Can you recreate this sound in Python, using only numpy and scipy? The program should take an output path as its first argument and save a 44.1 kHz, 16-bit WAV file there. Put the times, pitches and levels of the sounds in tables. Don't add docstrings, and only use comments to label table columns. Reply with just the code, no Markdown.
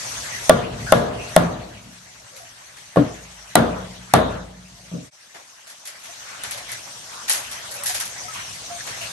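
import sys
import numpy as np
from scipy import signal
from scipy.fft import rfft, irfft, next_fast_len
from scipy.io import wavfile
from scipy.ndimage import uniform_filter1d

SR = 44100
rng = np.random.default_rng(int(sys.argv[2]) if len(sys.argv) > 2 else 0)


def materialize(psi):
    bounded = np.clip(np.atleast_2d(psi).T, -1, 1)
    quanta = np.round(bounded * 32767).astype(np.int16)
    wavfile.write(sys.argv[1], SR, quanta)


N = 402191


def amp(db):
    return 10 ** (np.asarray(db) / 20)


def unit_rms(x):
    return x / np.sqrt(np.mean(x ** 2) + 1e-20)


def curve_at(points, hz):
    points_hz, values = np.transpose(points)
    return np.interp(np.log(hz + 1), np.log(points_hz + 1), values)


def filtered(x, response):
    n = x.shape[-1]
    padded = next_fast_len(n + 4096)
    return irfft(rfft(x, padded) * response(np.fft.rfftfreq(padded, 1 / SR)), padded)[..., :n]


def noise(n, spectrum, field=lambda hz, t: 1):
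    white = rng.standard_normal((2, n))
    pair = unit_rms(filtered(white, lambda hz: amp(curve_at(spectrum, hz))))
    hz, t, cells = signal.stft(pair, SR, nperseg=256)
    return signal.istft(cells * field(hz[:, None], t), SR, nperseg=256)[1][:, :n]


def flicker(depth_db):
    def field(hz, t):
        across_bands = uniform_filter1d(rng.standard_normal((len(hz), len(t))), size=4, axis=0)
        return amp(depth_db * unit_rms(uniform_filter1d(across_bands, size=14, axis=1)))
    return field


def ring(modes, t, scatter_db, rise_s, sustain=1, waver_db=0):
    hz, db, t60_s = np.transpose(modes)[:, :, None]
    draws = rng.standard_normal((4, len(modes), 1))
    strength, detune, polarity = draws[0], draws[1:3], np.sign(draws[3])
    knots = rng.standard_normal((2, len(modes), 41))
    waver = np.array([[np.interp(t, np.arange(41) / 40, k) for k in path] for path in knots])
    level_db = db + scatter_db * strength + waver_db * waver - 60 * t / (t60_s * sustain)
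    envelope = amp(level_db) * (1 - np.exp(-t / rise_s))
    envelope[1] *= polarity
    return (envelope * np.sin(2 * np.pi * hz * (1 + 0.0085 * detune) * t)).sum(1)


def add(out, start_s, sound):
    part = out[:, round(start_s * SR):][:, :sound.shape[1]]
    part += sound[:, :part.shape[1]]


# time in seconds, then hiss, rush and rumble levels in dB.
ROOM_LEVELS = [(0, -32, -38.5, -45), (.4, -34, -36.5, -43.5), (.92, -30, -41.5, -30.5),
               (1.33, -38.5, -39, -43), (1.55, -50, -45, -39), (2.1, -48, -50, -56.5),
               (2.8, -47, -49, -60.5), (3.45, -46, -47.5, -62), (4.2, -47, -45, -48),
               (4.5, -53, -53.5, -55), (4.9, -47.5, -49.5, -48), (5.18, -50.5, -54.5, -76.5),
               (5.7, -49.5, -52, -76.5), (6.1, -42.5, -45, -65), (6.55, -40.5, -39.5, -51.5),
               (7.0, -40.5, -44, -57), (7.4, -38.5, -39.5, -52.5), (7.9, -38, -39.5, -51.5),
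               (8.4, -37.5, -42, -48.5), (9.12, -36, -38, -50)]
# frequency in Hz, level in dB.
RUMBLE_SPECTRUM = [(15, -43.5), (30, -23.5), (55, 3), (85, -8.5), (118, 2), (150, -9), (230, -10.5),
                   (300, -20.5), (400, -17), (600, -38.5), (1000, -120)]
RUSH_SPECTRUM = [(210, -42), (350, -16.5), (597, 2), (780, 0), (1110, 1), (1240, 0), (1350, 0.5),
                 (1830, 1.5), (4500, -5), (5850, -36.5), (9900, -120)]
HISS_SPECTRUM = [(2500, -10), (4000, -6), (5200, -2.5), (6100, 1.5), (7200, -4.5), (9000, -6), (10500, -6),
                 (11700, -11), (12300, -26.5), (12500, -120)]
# frequency in Hz, level over the rumble in dB.
HUM_TONES = [(118.4, -10), (689, -12.5)]
DUCK_DB, DUCK_DELAY_S, DUCK_DB_PER_S = -49, 0.19, 60.5
LINGER_RUSH_DB, LINGER_RUMBLE_DB, LINGER_T60_S = -23, -20, 1.035


def garage():
    t = np.arange(N) / SR
    times_s, *levels_db = np.transpose(ROOM_LEVELS)
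    hiss_db, rush_db, rumble_db = [np.interp(t, times_s, column) for column in levels_db]
    linger = np.zeros(N)
    for start_s, _, _, crack_db, hull_db, *_ in MALLET_BLOWS:
        after = (t > start_s) & (t < DIP_AT_S)
        linger += after * amp(hull_db - 60 * np.abs(t - start_s) / LINGER_T60_S)
        if crack_db > -20:
            ceiling_db = DUCK_DB + DUCK_DB_PER_S * np.abs(t - start_s - DUCK_DELAY_S)
            hiss_db = np.where(after, np.minimum(hiss_db, ceiling_db), hiss_db)
    waver = unit_rms(uniform_filter1d(rng.standard_normal(N), size=6000))
    tones = sum(amp(db + 0.92 * waver) * np.sin(2 * np.pi * hz * t) for hz, db in HUM_TONES)
    hum = amp(rumble_db) * tones * [[1], [.3]]
    rumble_gain = np.hypot(amp(rumble_db), amp(LINGER_RUMBLE_DB) * linger)
    rush_gain = np.hypot(amp(rush_db), amp(LINGER_RUSH_DB) * linger)
    rumble = rumble_gain * noise(N, RUMBLE_SPECTRUM, flicker(depth_db=1.5))
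    rush = rush_gain * noise(N, RUSH_SPECTRUM, flicker(depth_db=3.32))
    hiss = amp(hiss_db) * noise(N, HISS_SPECTRUM, flicker(depth_db=2.5))
    return hum + rumble + rush + hiss


# start in seconds, level in dB, centre in Hz, width in Hz, length in seconds.
NOISE_SWELLS = [(0.317, -34, 1920, 150, .093), (.863, -29.5, 1550, 200, 0.096),
                (1.185, -38, 2660, 300, .12), (1.829, -47.5, 226, 80, 0.15), (2.315, -49.5, 553, 99, 0.13),
                (2.39, -48, 697, 80, .12), (3.598, -46.5, 3600, 400, 0.17), (3.734, -37, 1280, 500, 0.14),
                (4.165, -39, 3670, 400, 0.19), (4.292, -37.5, 1450, 550, .17),
                (6.241, -44, 1440, 550, 0.35), (6.679, -37.5, 2060, 400, .12),
                (7.123, -42, 1170, 450, 0.18), (7.542, -42, 2000, 600, .1), (7.851, -36, 1810, 300, 0.092),
                (8.33, -37.5, 2880, 900, .19), (8.343, -38.5, 1140, 400, 0.1),
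                (9.009, -34.5, 2720, 500, 0.091)]


def noise_swells():
    out = np.zeros((2, N))
    for start_s, db, hz, width_hz, length_s in NOISE_SWELLS:
        n = round(length_s * SR)
        band = [(10, -90), (max(hz - 2 * width_hz, hz / 3), -30), (hz - width_hz / 2, -3), (hz, 0),
                (hz + width_hz / 2, -3), (hz + 2 * width_hz, -30), (9000, -90)]
        swell = np.sin(np.pi * np.sqrt(np.arange(n) / n))
        add(out, start_s, amp(db) * noise(n, band) * swell)
    return out


# start in seconds, scuff level in dB, tick over scuff in dB, scuff T60 in seconds,
# tilt in dB at 1 kHz against 8 kHz.
FINGER_TOUCHES = [(2.359, -39.5, -9.5, 0.48, -1), (2.7647, -40, -9.5, 0.32, 7),
                  (5.3435, -37, -9.5, 0.31, 16.5), (5.668, -39.5, -12, .3, 1), (5.696, -36, -7.5, 0.18, 2),
                  (5.852, -32, -9, 0.22, -2), (5.874, -31, 6.5, 0.18, 0.5), (6.0386, -37.5, 1, .32, 3),
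                  (6.4364, -27, 6.5, 0.26, 9.5), (6.5105, -25.5, 4.5, 0.22, 1),
                  (6.5756, -29.5, -1.5, .12, 6), (6.6895, -30.5, 1, 0.15, 6), (6.7175, -25.5, 4, .16, 4),
                  (7.2794, -22, -7, 0.33, 3.5), (7.2967, -10.5, 1, 0.096, -0.5), (7.3124, -17, 2, .29, -9),
                  (7.3339, -25, 4, 0.36, 9.5), (7.5141, -29.5, 5.5, .27, 4), (7.7119, -28, -2.5, 0.12, -17),
                  (7.7414, -31.5, 5, 0.26, -18.5), (7.8358, -25.5, 7, 0.138, -20),
                  (7.857, -17, -11.5, 0.27, -10.5), (7.8894, -24, -2, 0.31, 3.5),
                  (7.9453, -19.5, -4, 0.2, 0), (8.0007, -21, 1, 0.19, -0.2), (8.0541, -28, 4, .19, -3.5),
                  (8.3386, -33, 2.5, 0.22, -2.5), (8.8695, -28, -3.5, 0.31, 14.5),
                  (9.0102, -32.5, -2, 0.5, 2)]
# frequency in Hz, level in dB.
SCUFF_SPECTRUM = [(150, -31), (250, -22.5), (630, -10.5), (720, -4.5), (1190, -7), (1720, 0), (2590, -3),
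                  (6620, 0), (8760, -6.5), (10700, 5.5), (11800, -5), (12400, -44), (12700, -120)]
TICK_SPECTRUM = [(800, -27), (2000, -10.5), (6000, -13.5), (10800, 4.5), (12500, -13.5)]
# start in seconds, level in dB, frequency in Hz, T60 in seconds.
HOLLOW_CLINKS = [(5.67, -42, 660, .11), (6.09, -33, 692, 0.092), (7.79, -33, 570, 0.18),
                 (7.895, -17, 725, 0.079), (8.245, -25.5, 727, 0.11), (8.28, -21.5, 1290, 0.087),
                 (8.5, -36.5, 167, 0.19), (8.698, -20, 686, 0.19), (9.012, -25, 677, 0.11)]
SCUFF_RISE_S, TICK_T60_S, TOUCH_TOP_HZ = 0.00394, .016, 13000


def fingers():
    out, t = np.zeros((2, N)), np.arange(SR // 3) / SR
    for start_s, scuff_db, tick_db, t60_s, tilt_db in FINGER_TOUCHES:
        spectrum = [(hz, db + tilt_db * np.log2(8000 / hz) / 3) for hz, db in SCUFF_SPECTRUM]
        grit = amp(1.6 * unit_rms(uniform_filter1d(rng.standard_normal(len(t)), size=60)))
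        envelope = amp(-60 * t / t60_s) * (1 - np.exp(-t / SCUFF_RISE_S))
        tick = noise(len(t), TICK_SPECTRUM) * amp(tick_db - 60 * t / TICK_T60_S)
        scuff = noise(len(t), spectrum) * envelope * grit
        add(out, start_s, amp(scuff_db) * (scuff + tick))
    for start_s, db, hz, t60_s in HOLLOW_CLINKS:
        add(out, start_s, ring([(hz, db, t60_s)], t, scatter_db=.5, rise_s=.01, waver_db=4))
    return filtered(out, lambda hz: hz < TOUCH_TOP_HZ)


# frequency in Hz, level in dB.
RATTLE_SPECTRUM = [(60, -35), (100, -9), (190, -3), (340, -5.5), (625, 0), (800, -7), (1250, -6.5),
                   (2500, -16), (3100, -14), (3700, -15), (4600, -22), (8000, -30), (11000, -20),
                   (12400, -38.5), (12800, -120)]
# frequency in Hz, T60 in seconds at sustain 1.
RATTLE_DECAY = [(50, 1.27), (130, 0.65), (350, 0.52), (920, 0.57), (2430, 0.18), (6400, 0.17)]


def hull_rattle(t, sustain):
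    def decay(hz, age_s):
        t60_s = np.clip(sustain * curve_at(RATTLE_DECAY, hz), .03, 3)
        return amp(-60 * age_s / t60_s)
    return noise(len(t), RATTLE_SPECTRUM, decay) * (1 - np.exp(-(t / .01) ** 2))


# frequency in Hz, level in dB, T60 in seconds, all at pitch factor 1.
BLOCK_MODES = [(627, 3.5, 0.019), (756, -4, 0.018), (1050, -15, 0.029), (1318, -8.5, 0.02),
               (1708, -12, .02), (3516, -14.5, 0.022)]
KNOCK_DELAY_S, WALL_DELAY_S, WALL_DB = .0014, 0.011, -13.5


def block_knock(t, pitch):
    scaled_t = pitch * np.clip(t - KNOCK_DELAY_S, 0, None)
    knock = ring(BLOCK_MODES, scaled_t, scatter_db=4.5, rise_s=0.00067) * [[1.3], [.4]]
    return knock + amp(WALL_DB) * np.roll(knock, round(WALL_DELAY_S * SR), axis=1)


# frequency in Hz, level in dB.
CRACK_SPECTRUM = [(1500, -25), (3500, -4), (6000, -8.5), (9500, -0.5), (12000, -5.5), (13500, -47.5),
                  (15500, -33)]


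def face_crack(t):
    pulse = t / 0.0017 * np.exp(1 - t / 0.0014)
    return noise(len(t), CRACK_SPECTRUM) * pulse * amp(-60 * t / 0.025)


# frequency in Hz, level in dB, T60 in seconds at sustain 1.
DEEP_MODES = [(55.9, -2, 0.96), (84.9, 0, 0.56)]
BOOM_MODES = [(113.5, -11.5, 0.3), (134, -6.5, 0.3), (173.5, 0, 0.2), (227.8, -5.5, 0.26),
              (253.8, -10, 0.36), (293, -11, 0.31), (270, -14, 0.27), (320, -19, 0.54), (361, -14.5, 0.19)]
DRONE_MODES = [(180.5, -20.5, 1.73)]
CLANG_MODES = [(411, -9.5, 0.58), (452, -7, 0.47), (482, 0, 0.34), (516, -15, 0.62), (556, 3, 0.2),
               (617, -2.5, 0.55), (647, -21, 0.2), (709, -1.5, 0.4), (795, -16.5, 0.61), (875, -23, 0.11),
               (977, -21, 0.19), (1160, 5, 0.091), (1260, -14.5, 0.25), (1412, 2, 0.14), (1440, -27, 0.11),
               (1640, -18, 0.19), (1687, -5, 0.19)]
# start in seconds, knock level in dB, knock pitch factor, then crack, hull, boom and clang
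# levels in dB, contact time in ms, sustain factor.
MALLET_BLOWS = [(0.4944, 7, .98, 1, -19, -17.5, -21.5, .04, 1.67),
                (0.9219, 6.5, 1, -5.5, -18, -18, -21, .03, 1.88),
                (1.363, 7, 1, -2, -17, -15, -25, .03, 1.47),
                (2.959, -8.5, 1.03, -28.5, -22.5, -38.5, -31.5, .05, 1.04),
                (2.9688, -0.5, 0.83, -36, -20, -6, -18.5, 1, 0.87),
                (3.554, 5.5, 1.13, 2.5, -13.5, -10, -20.5, .02, 1.35),
                (4.137, 4.5, 1.21, -2, -11, -9.5, -19.5, .02, 1.18),
                (4.914, -33.5, 0.84, -54.5, -38, -27.5, -42, 1.3, 0.59),
                (4.937, -36, 0.81, -65.5, -38.5, -21, -35, 1.6, 1.04)]
DEEP_OVER_HULL_DB, DRONE_DAMPING_DB_PER_MS = -8, 13.5


def mallet():
    out, t = np.zeros((2, N)), np.arange(SR) / SR
    for blow in MALLET_BLOWS:
        start_s, knock_db, pitch, crack_db, hull_db, boom_db, clang_db, contact_ms, sustain = blow
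        deep_db = hull_db + DEEP_OVER_HULL_DB
        drone_db = boom_db - DRONE_DAMPING_DB_PER_MS * contact_ms
        crack = amp(crack_db) * face_crack(t)
        knock = amp(knock_db) * block_knock(t, pitch)
        deep = ring(DEEP_MODES, t, scatter_db=0, rise_s=0.026, sustain=1.3, waver_db=1)
        boom = ring(BOOM_MODES, t, scatter_db=2, rise_s=0.0054, sustain=sustain, waver_db=5)
        drone = ring(DRONE_MODES, t, scatter_db=-1, rise_s=0.055, waver_db=4.4)
        clang = ring(CLANG_MODES, t, scatter_db=1.4, rise_s=0.0036, sustain=sustain, waver_db=4.5)
        panels = amp(boom_db) * boom + amp(drone_db) * drone + amp(clang_db) * clang
        body = knock + panels + amp(hull_db) * hull_rattle(t, sustain)
        softened = filtered(body, lambda hz: 1 / (1 + 1j * hz * contact_ms / 1000) ** 2)
        add(out, start_s, crack + amp(deep_db) * deep + softened)
    return out * (np.arange(N) < DIP_AT_S * SR)


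# frequency in Hz, left-right correlation for equally loud paths.
PORT_LIKENESS = [(60, 0.98), (200, 0.94), (400, 0.16), (800, 0.05), (5000, 0.016), (7000, 0.075),
                 (8500, 0.28), (9300, 0.94), (9900, 1), (11000, 1), (11800, 0.26)]
# frequency in Hz, left over right in dB.
PORT_BALANCE = [(60, .5), (500, 2), (1500, 1.5), (5000, 3), (9000, 0)]
TURN_FROM_HZ, TURN_TO_HZ = 8120, 12180


def microphone_ports(pair):
    side = np.array([[1], [-1]])

    def path_weights(hz):
        angle = np.arccos(np.clip(curve_at(PORT_LIKENESS, hz), -1, 1)) / 2
        return np.array([np.cos(angle), np.sin(angle)])

    def port_response(hz):
        turn = np.pi * np.clip((hz - TURN_FROM_HZ) / (TURN_TO_HZ - TURN_FROM_HZ), 0, 1)
        return amp(side * curve_at(PORT_BALANCE, hz) / 2) * np.exp(-1j * side * turn)

    shared, opposed = filtered(pair, path_weights)
    return filtered(shared + side * opposed, port_response)


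def scene():
    return microphone_ports(mallet() + fingers() + noise_swells() + garage())


DIP_AT_S, DIP_HALF_S = 5.107, .035
BASS_CUT_HZ, TOP_HZ = 30, 16100


def record(dry):
    dip = np.clip(np.abs(np.arange(N) / SR - DIP_AT_S) / DIP_HALF_S, .05, 1)
    thinned = filtered(dry * dip, lambda hz: (1j * hz / (1j * hz + BASS_CUT_HZ)) ** 6)
    clipped = np.clip(thinned, -1, 1)
    band_limited = filtered(clipped, lambda hz: np.clip((TOP_HZ - hz) / (TOP_HZ / 20), 0, 1))
    return np.clip(band_limited, -1, 1)


dry = scene()
out = record(dry)
materialize(out)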